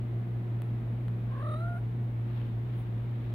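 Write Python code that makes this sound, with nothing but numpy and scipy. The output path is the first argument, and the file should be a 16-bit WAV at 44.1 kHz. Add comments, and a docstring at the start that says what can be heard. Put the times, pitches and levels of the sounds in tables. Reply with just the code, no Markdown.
"""A small room, where a cat lying by a wall gives one short rising trill, then rolls over on its cushion.
The call is a stack of harmonics coloured by the nose and a nearly closed mouth: it starts hoarse,
flutters, and clears into a steady note that flicks up as it stops. Body and fur rub softly on cloth.
Two small ticks come before the call; under it all lie a throbbing motor hum, rumble, air and hiss."""
import sys
import numpy as np
from scipy import signal
from scipy.fft import rfft, irfft, next_fast_len
from scipy.io import wavfile
from scipy.ndimage import map_coordinates

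SR = 44100
rng = np.random.default_rng(int(sys.argv[2]) if len(sys.argv) > 2 else 0)


def file_out(sig):
    """Save sig as 16-bit WAV at sys.argv[1]."""
    # one column per channel
    cols = np.atleast_2d(sig).T
    # limit, then scale
    lim = np.clip(cols, -1, 1)
    pcm = np.round(lim * 32767).astype(np.int16)
    wavfile.write(sys.argv[1], SR, pcm)


N = 147294


def trill():
    """The cat's voice: rising harmonics, shaken by a flutter that dies away with the hoarseness."""
    # melody of the call: time_s, pitch_hz
    melody = [(1.30, 536.5), (1.37, 546.5), (1.41, 547.4), (1.435, 609.6), (1.49, 625.2), (1.535, 621.3),
              (1.59, 661), (1.63, 686), (1.70, 712), (1.768, 703), (1.787, 783)]
    # harmonic balance: time_s, fundamental_db, second_db, third_db, upper_db
    balance = [(1.285, -85, -66, -72, -95), (1.315, -62, -53.5, -68, -90), (1.375, -56, -51, -60, -82),
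               (1.41, -50.5, -47.5, -56, -78), (1.445, -47.5, -45, -59.5, -75),
               (1.475, -45.5, -43.5, -62.5, -65), (1.54, -45, -42, -63.5, -64),
               (1.558, -45.5, -47.5, -62, -64.5), (1.595, -50.5, -48, -68, -70),
               (1.64, -46, -45.5, -75, -72), (1.71, -44.5, -49, -77, -83), (1.772, -47.5, -49, -72, -84),
               (1.787, -58, -60, -69, -90), (1.80, -90, -90, -95, -105)]
    # grit in the voice: time_s, flutter_depth (share of pitch), roughness (0-1)
    texture = [(1.31, .04, .85), (1.39, .05, .55), (1.45, .048, .27), (1.51, .035, .15), (1.56, .012, .18),
               (1.65, .006, .1), (1.77, .008, .14)]
    # mouth and nose colour of the upper harmonics: frequency_hz, gain_db
    mouth = [(2300, -8), (3100, -17), (3500, -11), (3780, 0), (4000, -2), (4200, -10), (4450, -25),
             (5200, -34), (7500, -36), (8450, -21), (8800, -23), (9550, -11), (10300, -30), (15000, -34)]
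    # colour of the hoarse noise: frequency_hz, gain_db
    rasp_colour = [(400, -16.5), (800, -9), (1150, 17), (1600, -5), (2200, 4.5), (3800, -6), (5000, -28),
                   (15000, -35.5)]
    flutter_hz, flutter_crest_s = 44.5, 1.451
    jitter, shimmer_db, rasp_db = .007, 1.1, -18
    t = clock()
    pitch, = curves(melody)
    first_db, second_db, third_db, upper_db = curves(balance)
    depth, rough = curves(texture)
    flutter = depth * np.cos(2 * np.pi * flutter_hz * (t - flutter_crest_s))
    hz = pitch * (1 + flutter + jitter * wobble(130) + .07 * rough * wobble(330))
    phase = 2 * np.pi * np.cumsum(hz) / SR

    def partial(k, pan_db, left_lead_rad):
        unsteady = 1 + (.1 + .55 * rough) * wobble(240)
        spread = np.array([[.5], [-.5]]) * left_lead_rad
        return np.sqrt(2) * pan(pan_db) * np.sin(k * phase + spread) * unsteady

    voice = amp(first_db) * partial(.98, pan_db=1.5, left_lead_rad=.42)
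    voice += amp(second_db) * partial(2, pan_db=-1.6, left_lead_rad=1.5)
    voice += amp(third_db) * partial(3, pan_db=2.5, left_lead_rad=.6)
    upper = sum(amp(along(mouth, k * hz)) * partial(k, pan_db=7, left_lead_rad=-1) for k in range(4, 23))
    voice += amp(upper_db + 2.5 * wobble(110)) * upper
    puffs = 1 + np.cos(phase)  # the rasp pulses once per pitch cycle
    rasp = amp(second_db + rasp_db) * puffs * (.24 + 4 * rough) * noise(rasp_colour)
    tremolo = amp(26 * flutter + shimmer_db * wobble(110))  # louder on each upward swing
    sounding = (t > balance[0][0]) & (t < balance[-1][0])
    return sounding * (voice + rasp) * tremolo


def sizzle():
    """A thin, high edge of noise riding on the call."""
    # colour of the edge: frequency_hz, gain_db
    colour = [(3000, -24), (6000, -12), (7600, -20), (8700, -10), (9200, 2), (9750, 4), (10300, -15),
              (12500, -11), (15500, -6)]
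    start_s, end_s, fade_s, level_db = 1.36, 1.83, .05, -74.5
    t = clock()
    gate = np.clip(np.minimum(t - start_s, end_s - t) / fade_s, 0, 1)
    return amp(level_db + 1.5 * wobble(70)) * gate * pan(db=5) * noise(colour)


def cushion_shifts():
    """The cat's body drags on the cushion in a few dull rustles."""
    # body movements: centre_s, half_length_s, level_db
    shifts = [(2.39, .1, -57), (2.72, 0.083, -62), (3.0, 0.17, -64.5), (3.32, 0.098, -59)]
    # colour of the cushion: frequency_hz, gain_db
    colour = [(400, 9), (1200, 7.5), (2400, 5), (3600, 1.5), (4800, -12.5), (5800, -19.5), (7500, -34),
              (12000, -16.5), (15500, -24)]
    return friction(shifts, colour, pan_db=4)


def fur_brushes():
    """Fur grazes the cloth in brief, bright whispers."""
    # strokes of fur: centre_s, half_length_s, level_db
    brushes = [(.655, 0.028, -73.5), (2.8, .025, -64)]
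    # colour of fur on cloth: frequency_hz, gain_db
    colour = [(4000, -17), (7500, -20), (9300, -3), (10400, 2.5), (11200, 3), (12200, -11), (14000, -15),
              (15200, 3.5)]
    return friction(brushes, colour, pan_db=1)


def friction(strokes, colour, pan_db):
    """Rubbing on cloth: one bell-shaped swell of grainy noise per stroke."""
    swell = sum(amp(db) * np.exp(-((clock() - s) / half) ** 2 / 2) for s, half, db in strokes)
    grain = amp(2 * wobble(400))
    return swell * unit(grain * noise(colour)) * pan(pan_db)


def ticks():
    """Tiny, close clicks, each one snap and a very short scrape."""
    # clicks: start_s, level_db, tilt_db_per_octave
    hits = [(.6201, -22.5, 0), (1.0826, -22, -4.5)]
    # colour of a click: frequency_hz, gain_db
    colour = [(300, -15.5), (900, 4), (3200, -0.5), (4500, -11), (5600, -23), (7200, -17.5), (9000, -10.5),
              (12000, -8.5), (15500, -14)]
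    scrape_db, scrape_t60_s, pivot_hz = -21, .006, 2000
    out = np.zeros((2, N))
    for start_s, level_db, tilt_db in hits:
        age = clock() - start_s
        click = amp(scrape_db - 60 * np.abs(age) / scrape_t60_s) * (age >= 0) * rng.standard_normal((2, N))
        click[:, round(start_s * SR)] += 1  # the snap
        tilted = [(hz, db + tilt_db * np.log2(hz / pivot_hz)) for hz, db in colour]
        out += amp(level_db) * signal.oaconvolve(click, ringing(tilted)[None], axes=1)[:, :N]
    return pan(db=5) * out


def motor_hum():
    """A motor drones; a weak tone just below beats against it, among other faint, unsteady tones."""
    # faint tones around the hum: pitch_hz, level_db
    tones = [(57.8, -55.5), (180, -57), (234.6, -53.5), (350.5, -57.5), (442, -66.5), (622, -75),
             (699, -71)]
    hum_hz, hum_db = 117.5, -32.9
    beat_hz, beat_crest_s, beat_db = 5.39, .17, -49.5
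    t = clock()
    phase = 2 * np.pi * hum_hz * t + .6 * wobble(7.3)
    drone = amp(hum_db + .6 * wobble(7)) * np.sin(phase)
    beating = amp(beat_db) * np.sin(phase - 2 * np.pi * beat_hz * (t - beat_crest_s))
    faint = sum(amp(db + 2 * wobble(8)) * np.sin(2 * np.pi * hz * t + .86 * wobble(7))
                for hz, db in tones)
    return np.sqrt(2) * (drone + beating + faint)


def air():
    """Room tone: a low rumble, with moving air and hiss that ease off very slightly."""
    # colour of the air and hiss: frequency_hz, gain_db
    air_colour = [(180, -10.5), (300, -0.5), (400, -6), (500, -10), (720, -12), (900, -15), (1500, -21),
                  (2100, -22.5), (2900, -28.5), (3800, -32.5), (4300, -38.5), (4900, -44), (6000, -51.5),
                  (7400, -56.5), (9000, -54), (11800, -46), (15500, -46.5)]
    # colour of the rumble: frequency_hz, gain_db
    rumble_colour = [(20, -7), (30, -10), (38, 18.5), (50, 20.5), (70, 10.5), (95, 19.5), (140, 3),
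                     (165, 18), (195, 18), (225, 19), (260, 11), (290, 4.5), (340, -33)]
    rumble_db, air_db, drift_db_per_s = -46, -49, -.3
    drift_db = drift_db_per_s * (clock() - clock().mean()) + .2 * wobble(2.8)
    rumble = amp(rumble_db) * noise(rumble_colour)
    return rumble + amp(air_db + drift_db) * pan(db=.6) * noise(air_colour)


def room(x, wet_db=-19):
    """The short, soft tail of a furnished room, ringing longest in the mids."""
    # reverb decay: frequency_hz, t60_s
    decay = [(200, 0.37), (1500, 0.84), (10000, 0.4)]
    hz, t, bands = signal.stft(rng.standard_normal((2, SR // 2)), SR, nperseg=256)
    fade = amp(-60 * t / along(decay, hz)[:, None])
    tail = signal.istft(bands * fade, SR, nperseg=256)[1]
    return amp(wet_db) * signal.fftconvolve(x, tail / np.linalg.norm(tail[0]), axes=1)[:, :N]


def noise(colour):
    """Coloured stereo noise of rms 1, narrow in the bass and wide in the treble."""
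    # likeness of left and right: frequency_hz, correlation (0-1)
    likeness = [(30, 0.93), (120, 0.64), (250, 0.89), (500, 0.49), (1000, 0), (2000, 0), (4000, 0.057),
                (12000, 0)]

    def mid_side_gains(hz):
        width = np.arccos(np.clip(along(likeness, hz), -1, 1)) / 2
        return amp(along(colour, hz)) * [np.cos(width), np.sin(width)]

    mid, side = filtered(rng.standard_normal((2, N)), mid_side_gains)
    return unit(np.array([mid + side, mid - side]))


def ringing(colour, size=2048):
    """The minimum-phase impulse response of a colour."""
    gain = amp(along(colour, np.fft.rfftfreq(size, 1 / SR)))
    cepstrum = irfft(np.log(gain))
    cepstrum[1:size // 2] *= 2
    cepstrum[size // 2 + 1:] = 0
    return irfft(np.exp(rfft(cepstrum)))


def filtered(x, response):
    """Equalise x with a gain that depends on frequency."""
    size = next_fast_len(N + SR // 2)
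    return irfft(rfft(x, size) * response(np.fft.rfftfreq(size, 1 / SR)), size)[..., :N]


def along(points, hz):
    """Read (frequency_hz, value) points on a log frequency axis."""
    freqs, values = np.transpose(points)
    return np.interp(np.log(hz + 1), np.log(freqs + 1), values)


def curves(rows):
    """One automation curve for each column after the time."""
    times, *columns = np.transpose(rows)
    return [np.interp(clock(), times, column) for column in columns]


def wobble(rate):
    """A smooth random curve, rate knots a second."""
    return map_coordinates(rng.standard_normal(int(N * rate / SR) + 4), [clock() * rate])


def pan(db):
    """Stereo gains, the left louder by db."""
    return amp(np.array([[db], [-db]]) / 2)


def amp(db):
    return 10 ** (np.asarray(db) / 20)


def unit(x):
    return x / np.sqrt(np.mean(x ** 2) + 1e-20)


def clock():
    return np.arange(N) / SR


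def scene():
    """Call and ticks ring in the room; sizzle, rustles, hum and air stay dry."""
    near = trill() + ticks()
    movement = cushion_shifts() + fur_brushes()
    return near + room(near) + sizzle() + movement + motor_hum() + air()


def record(dry):
    """A brick-wall cut of the highest treble."""
    cutoff_hz = 15780
    return filtered(dry, lambda hz: hz < cutoff_hz)


dry = scene()
out = record(dry)
file_out(out)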